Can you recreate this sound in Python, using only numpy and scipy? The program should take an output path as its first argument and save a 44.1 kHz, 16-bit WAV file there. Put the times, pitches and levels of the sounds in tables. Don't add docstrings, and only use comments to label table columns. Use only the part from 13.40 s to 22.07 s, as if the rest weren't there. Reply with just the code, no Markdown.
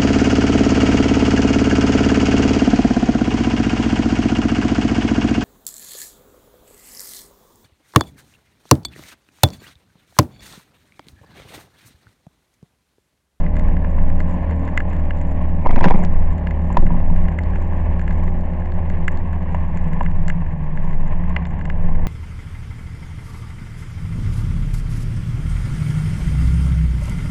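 import sys
import numpy as np
from scipy import signal
from scipy.fft import rfft, irfft, next_fast_len
from scipy.io import wavfile
from scipy.ndimage import uniform_filter1d

SR = 44100
rng = np.random.default_rng(int(sys.argv[2]) if len(sys.argv) > 2 else 0)


def store_pcm(level_fs):
    pcm = np.round(np.clip(level_fs, -1, 1) * 32767).astype(np.int16)
    wavfile.write(sys.argv[1], SR, np.atleast_2d(pcm).T)


def nominal_scale(level):
    x = np.asarray(level, float) / 20
    return 10 ** x


N = 382347

# t/s, cruising 0-1, load/dB, crank tone rms level/dB, twice-crank tone rms level/dB
ENGINE_STATE = [(0, 0, 1, -23, -30), (1, 0, 0.5, -23, -36), (2, 0.22, -0.5, -20.5, -36.5),
                (3.5, 0.67, 0, -22, -33), (5, 1, -1.5, -23, -38), (5.9, 1, -3.5, -22, -35.5),
                (6.3, 0.87, -7.5, -23.5, -35), (6.6, 1, -6, -25.5, -28.5), (7.1, 0.9, -12, -26.5, -30.5),
                (7.4, 0.95, -9.5, -33.5, -26), (7.7, 0.98, -7.5, -31, -34), (7.9, 0.77, -13, -22.5, -41.5),
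                (8.2, 0.8, -6, -28, -30.5), (8.67, 0.9, -4, -26, -40.5)]
# t/s, f/Hz
FIRING_RATE = [(0, 38.4), (1, 38.7), (2, 39.0), (2.7, 39.2), (4.1, 39.3), (4.8, 39.48), (5.9, 39.56),
               (6.2, 39.1), (6.6, 38.1), (7.25, 37.75), (7.6, 37.25), (8.67, 37.5)]
# multiple of the firing rate, rms level pulling/dB, rms level cruising/dB
LOAD_TONES = [(3, -46, -46), (5, -43, -43), (6, -41, -41), (7, -40, -46), (8, -45, -53), (9, -51, -44),
              (10, -52, -50), (11, -55, -56), (12, -48, -55), (13, -54, -45), (14, -46, -49),
              (15, -45, -50), (16, -52, -53), (17, -53, -54), (18, -51, -52), (19, -55, -54),
              (20, -50, -48), (21, -52, -53), (22, -50, -51)]
# f/Hz, width/Hz, relative level/dB
CASING_MODES = [(607, 34, 7.5), (851, 24, 2), (900, 22, -11.5), (1710, 260, -19)]
# t/s, shake level/dB, extra level of the lowest resonance/dB
ROAD_SHAKE = [(0, -29.5, 6), (1.5, -31, -2), (3, -30.5, 3), (4.5, -30, 3.5), (5.8, -32, -5.5),
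              (6.6, -27.5, -5.5), (7.4, -32, -3.5), (8.67, -29.5, -3)]
# f/Hz, width/Hz (before widening), level against the shake/dB
FRAME_MODES = [(42.23, 4.1, 1.5), (91.9, 5.4, -5), (171.9, 15, 1.5), (190.6, 21, -13), (219.8, 16, -13.5)]
# f/Hz, relative density/dB per Hz
TYRE_SPECTRUM = [(8, 30), (40, 20), (120, 13), (250, 7), (420, 1), (700, 3), (1080, 6), (1300, -16),
                 (1750, -2), (2900, -17), (3600, -30), (4000, -35), (4350, -33), (5400, -47), (6900, -40),
                 (7800, -41)]
# t/s, rms level/dB
MOUNT_BOUNCE = [(0.03, -12), (0.15, -19.5), (0.3, -10.5), (0.43, -18.5), (0.62, -9), (0.85, -16),
                (1.15, -26.5), (1.5, -17.5), (2.15, -15.5), (3.04, -28), (3.2, -21.5), (3.98, -30.5),
                (4.22, -16.5), (4.64, -20.5), (4.85, -14), (5.14, -22.5), (5.65, -15), (6.06, -23.5),
                (6.57, -14.5), (6.95, -14), (7.17, -24.5), (7.5, -10), (7.75, -14.5), (8.23, -26.5),
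                (8.45, -9.5), (8.67, -13.5)]
# t/s, f/Hz, peak level/dB
MOUNT_ROCKING = [
    [(2.265, 14.5, 0), (2.36, 13, 0), (2.42, 10, 0), (2.5, 11, 2), (2.56, 15, 0), (2.63, 10, -11),
     (2.7, 13.5, -8), (2.77, 16.5, -4), (2.92, 17, -10), (3.0, 17, -40)],
    [(3.37, 17, -5), (3.41, 16.5, -1), (3.45, 17, -1), (3.5, 17.5, -12), (3.56, 17, -7), (3.62, 17, -10),
     (3.69, 17, -5), (3.85, 17, -8), (3.95, 17, -45)],
]
# t/s, body drive level/dB, edge drive level/dB, splash drive level/dB,
# body brightness/dB per octave
BIG_DROPS = [(0.063, -29.5, -49, -70, 0), (0.1664, -26.5, -48, -46, 6), (0.1946, -29.5, -45, -41.5, 5),
             (0.367, -28, -52, -60, 0), (0.4462, -26, -52, -56, 0), (0.585, -30.5, -65, -70, 12),
             (0.8027, -22.5, -44, -41, 0), (1.1093, -27.5, -54, -48, 5), (1.2766, -26.5, -49.5, -53, 3),
             (1.375, -7, -32.5, -29, 3), (1.4029, -15.5, -45, -45, -9), (1.5304, -31, -52, -51, 2),
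             (1.5644, -38, -54, -52, 9), (1.7068, -19.5, -49, -52, 1), (1.7735, -50, -59, -50, -1),
             (1.7865, -39, -54, -51, 3), (1.813, -30, -58, -44, 2), (1.9198, -32, -54, -49, 0),
             (2.5907, -52, -59, -43, 5), (2.6362, -26, -63, -34.5, -2), (2.98, -35, -53, -49, 2.5),
             (3.07, -20.5, -44, -49, 4), (3.1082, -26.5, -49, -52, 3), (3.3271, -31, -62, -38.5, 0),
             (3.3704, -17.5, -38, -36, 2), (3.4654, -26.5, -72, -69, 12), (3.7609, -27.5, -49, -62, 5),
             (3.8832, -24, -48, -51, 11), (3.987, -19.5, -49, -44.5, 6), (4.0348, -39, -44.5, -51, -2),
             (4.157, -25.5, -55, -48, 3), (4.2226, -38, -57, -44, 0), (4.5938, -27, -47, -46, 3),
             (4.614, -29, -59, -44, 3), (4.6775, -18, -50, -53, -1), (4.707, -26.5, -52, -50, 0),
             (4.8769, -31.5, -48, -80, 0), (5.134, -34, -53, -65, 9), (5.2579, -35, -52, -54, 8),
             (5.3197, -31, -48, -57, 1), (5.4993, -29, -49, -41, 3), (5.6798, -10, -39, -29.5, -4),
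             (5.7178, -49, -58, -45, 2), (5.7723, -34, -44, -44, -1), (5.93, -30, -58, -49, 0),
             (6.1458, -25, -59, -47.5, 3), (6.372, -28, -53, -40, 6), (6.5316, -26.5, -50, -44.5, -2),
             (6.6073, -21.5, -64, -70, 3), (6.6317, -33, -50, -39.5, 0), (6.6612, -21.5, -58, -51, 5),
             (6.7136, -33, -54, -53, 3), (6.8805, -20, -38, -27.5, 2), (6.8991, -15, -41, -31, -2),
             (7.373, -26.5, -54, -52, -3), (7.444, -46, -53, -47, 0), (7.8946, -32, -56, -44, 0),
             (7.9634, -10, -36.5, -44, 27), (8.0527, -27, -42, -53, 17), (8.0682, -34, -59, -45, 0),
             (8.1064, -37, -71, -48, 0), (8.191, -35, -65, -47, 2), (8.211, -27.5, -52, -60, 3),
             (8.253, -24, -45.5, -43, 0), (8.299, -18.5, -44, -48, 4)]
# f/Hz, relative level/dB, t60/s, part (0 body, 1 edge, 2 splash)
HOUSING_MODES = [(1050, -18, .012, 0), (1710, 0, .019, 0), (2030, -1, .017, 0), (2400, -9, .013, 0),
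                 (2800, -13, .016, 0), (3600, -1, .012, 1), (4320, -1, .012, 1), (5100, -6, .01, 1),
                 (6450, -6, .008, 2), (6880, -1, .010, 2), (7650, 5, .006, 2)]
# t/s, bracket drive level/dB, frame drive level/dB
MOUNT_KNOCKS = [(0.58, -25.5, -35), (0.941, -27, -34), (2.261, -9, -18), (2.269, -11.5, -18.5),
                (2.307, -10.5, -15.5), (2.359, -7.5, -18), (2.389, -16.5, -22.5), (2.408, -12.5, -17.5),
                (2.433, -10, -18), (2.441, 1, -9), (2.452, -2.5, -11.5), (2.482, -14.5, -20),
                (2.507, -7.5, -15.5), (2.539, -19, -18.5), (2.59, -24, -22), (3.302, -20, -28),
                (3.369, -5, -15), (3.423, -26, -10.5), (3.504, -20.5, -17), (3.543, -25, -22.5),
                (3.7, -25, -24), (5.432, -31, -35), (6.145, -17.5, -27), (6.609, -14.5, -22),
                (7.964, -24, -29.5)]
# f/Hz, relative level/dB, t60/s
BRACKET_MODES = [(562.5, -6.5, 0.043), (844, -3.5, 0.025), (968.3, 3, 0.026), (1160, -23, 0.023),
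                 (2040, -18, 0.0046), (2690, -24.5, 0.022), (5040, -40.5, 0.0027), (7000, -40, .008)]
# f/Hz, relative level/dB, t60/s
KNOCKED_FRAME_MODES = [(124.7, -5.5, .2), (173, 1, 0.35), (234.2, -7.5, 0.21), (330, -12, 0.11)]
# t/s, level/dB
WIPE_LEVEL = [(2.225, -40), (2.25, -21.5), (2.3, -23), (2.4, -18), (2.445, -12.5), (2.47, -19.5),
              (2.51, -15), (2.6, -25), (2.65, -28.5)]
# f/Hz, relative density/dB per Hz
WIPE_SPECTRUM = [(35, -33), (60, 5), (140, -13.5), (179, 2.5), (233, -9.5), (475, -14), (983, -12.5),
                 (1300, -43), (2250, -23.5), (3130, -53.5), (4070, -74), (6890, -120)]


def rms_one(x):
    return x / np.sqrt(np.mean(x ** 2) + 1e-20)


def in_time(rows):
    s, *columns = np.transpose(rows)
    return [np.interp(np.arange(N) / SR, s, c) for c in columns]


def during(rows):
    t = np.arange(N) / SR
    return (t >= rows[0][0]) & (t < rows[-1][0])


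def drift(corner_hz):
    r = np.exp(-80 * np.pi * corner_hz / SR)
    noise = rng.standard_normal(N // 40 + 2002)
    slow = signal.lfilter([1], [1, -2 * r, r * r], noise)[2000:]
    return np.interp(np.arange(N) / 40, np.arange(len(slow)), rms_one(slow - slow.mean()))


def coloured(spectrum):
    size = next_fast_len(N)
    hz = np.arange(1, size // 2 + 2) * SR / size
    at, db = np.transpose(spectrum)
    shape = nominal_scale(np.interp(np.log(hz), np.log(at), db))
    shape = shape * (hz > at[0]) / (1 + (hz / (1.2 * at[-1])) ** 20)
    return rms_one(irfft(rfft(rng.standard_normal(size)) * shape, size)[:N])


def below(x, hz):
    return signal.sosfilt(signal.butter(4, hz, fs=SR, output="sos"), x)


def resonance(x, hz, width_hz):
    r = np.exp(-np.pi * width_hz / SR)
    poles = [1, -2 * r * np.cos(2 * np.pi * hz / SR), r * r]
    return signal.lfilter([(1 - r * r) / 2, 0, (r * r - 1) / 2], poles, x)


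def ring(clicks, hz, t60):
    r, w = nominal_scale(-60 / (t60 * SR)), 2 * np.pi * hz / SR
    return signal.lfilter([0, np.sin(w)], [1, -2 * r * np.cos(w), r * r], clicks + 1e-18)


def struck(seconds, gains, hz, t60):
    clicks = np.zeros(N)
    np.add.at(clicks, (np.asarray(seconds) * SR).astype(int), gains)
    edges = [max(hz / 1.5, hz - 800), min(hz * 1.35, hz + 800)]
    contact = signal.butter(2, edges, "band", fs=SR, output="sos")
    soft = signal.sosfilt(contact, clicks + 1e-18)
    return ring(below(soft, 1.28 * hz), hz, t60)


def engine():
    firing_db = -42.5
    cruising, load_db, crank_db, twice_db = in_time(ENGINE_STATE)
    firings = np.cumsum(in_time(FIRING_RATE)[0] * (1 + .001 * drift(2))) / SR
    tones = nominal_scale(crank_db + 1.5 * drift(4)) * np.sin(4 * np.pi * firings)
    tones += nominal_scale(twice_db + 1.5 * drift(4)) * np.sin(8 * np.pi * firings)
    for multiple, pulling_db, cruising_db in LOAD_TONES:
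        db = pulling_db + np.clip(cruising, 0, 1) * (cruising_db - pulling_db)
        level = nominal_scale(db + load_db + 2.2 * drift(5))
        tones += level * np.sin(2 * np.pi * (multiple * firings + rng.random()))
    bang = rms_one(np.diff(np.floor(firings), prepend=0))
    gas = rms_one(np.exp(-(firings % 1) / 0.3) * rng.standard_normal(N))
    burst = (0.8 * bang + gas) * nominal_scale(2.0 * drift(15))
    thump = sum(nominal_scale(db) * rms_one(resonance(burst, hz, width)) for hz, width, db in CASING_MODES)
    thump = rms_one(below(thump, 2500))
    return np.sqrt(2) * tones + nominal_scale(firing_db + .5 * load_db) * thump


def road():
    tyre_db = -48.5
    shake_db, lowest_db = in_time(ROAD_SHAKE)
    rough = rng.standard_normal((2, N))
    frame = np.zeros(N)
    for k, (hz, width, db) in enumerate(FRAME_MODES):
        once = resonance(rough[k % 2], hz, 1.19 * width)
        twice = resonance(once, hz, 1.19 * width)
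        frame += nominal_scale(db + (k == 0) * lowest_db) * rms_one(twice)
    hiss = coloured(TYRE_SPECTRUM)
    band_pass = signal.butter(4, [1300, 3000], "band", fs=SR, output="sos")
    band = signal.sosfilt(band_pass, hiss)
    patches_db = 1.0 * drift(6.6) + 2.0 * drift(39)
    hiss = hiss / np.std(band) * nominal_scale(patches_db)
    return nominal_scale(shake_db) * frame + nominal_scale(tyre_db) * hiss


def rocking():
    mount_hz, waver_hz = 16.8, 2.0
    swing, shoved = np.zeros(N), np.zeros(N)
    for rows in MOUNT_ROCKING:
        hz, db = in_time(rows)
        swing += during(rows) * nominal_scale(db) * np.sin(2 * np.pi * np.cumsum(hz * during(rows)) / SR)
        shoved += during(rows)
    sway_hz = mount_hz + waver_hz * drift(3.145)
    sway = np.sqrt(2) * np.sin(2 * np.pi * np.cumsum(sway_hz) / SR)
    bounce = nominal_scale(in_time(MOUNT_BOUNCE)[0] + 1.45 * drift(6.7))
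    unshoved = uniform_filter1d(1 - shoved, size=2000)
    return swing + unshoved * bounce * sway


def rain():
    fine_per_s, small_per_s = 81, 9
    fine_base_db = [-63.5, -79, -68.5]
    small_base_db, small_range_db = [-43, -60, -54], [24, 16, 12]
    fine = rng.random((int(fine_per_s * N / SR), 5))
    fine_size_db = -3.5 * np.log(1 - .95 * fine[:, 1:2])
    fine_db = fine_base_db + fine_size_db + 8.0 * (fine[:, 2:] - .5)
    small = rng.random((int(small_per_s * N / SR), 4))
    small_db = small_base_db + small_range_db * (small[:, 1:] - .5)
    flurry_db = 3.5 * drift(1.7)
    small_db = small_db + flurry_db[(small[:, 0] * (N - 1)).astype(int), None] / 2
    fine_db = fine_db + flurry_db[(fine[:, 0] * (N - 1)).astype(int), None]

    big = np.array(BIG_DROPS)
    seconds = np.concatenate([big[:, 0], small[:, 0] * (N - 1) / SR, fine[:, 0] * (N - 1) / SR])
    drive_db = np.vstack([big[:, 1:4], small_db, fine_db])
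    bright = np.append(big[:, 4], np.zeros(len(seconds) - len(big)))
    spread_db = 2.0 * rng.standard_normal((len(seconds), len(HOUSING_MODES)))
    out = np.zeros(N)
    for k, (hz, db, t60, part) in enumerate(HOUSING_MODES):
        octaves = np.clip(np.log2(hz / 1900), -.25, .25)
        tilt_db = (part == 0) * bright * octaves
        gains = nominal_scale(drive_db[:, int(part)] + db + tilt_db + spread_db[:, k])
        out += struck(seconds, gains, hz, t60)
    return out


def knocks():
    seconds, bracket_db, frame_db = np.transpose(MOUNT_KNOCKS)
    modes = [(bracket_db, *m) for m in BRACKET_MODES] + [(frame_db, *m) for m in KNOCKED_FRAME_MODES]
    spread_db = 1.5 * rng.standard_normal((len(seconds), len(modes)))
    return sum(struck(seconds, nominal_scale(drive_db + db + spread_db[:, k]), hz, t60)
               for k, (drive_db, hz, db, t60) in enumerate(modes))


def wipe():
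    slips_db = 2.5 * drift(40)
    rubbing = coloured(WIPE_SPECTRUM[1:-1])
    return during(WIPE_LEVEL) * nominal_scale(in_time(WIPE_LEVEL)[0] + slips_db) * rubbing


def scene():
    return (engine() + road() + rocking() + rain() + knocks() + wipe())[None]


def low_pass(x):
    return signal.sosfilt(signal.butter(12, 16100, fs=SR, output="sos"), x)


def record(dry):
    overload = .71
    flat = np.clip(dry, -overload, overload)
    top_cut = signal.cheby2(10, 45, 8500, fs=SR, output="sos")
    narrow = signal.sosfilt(top_cut, flat)
    return low_pass(np.clip(narrow, -overload, overload))


dry = scene()
out = record(dry)
store_pcm(out)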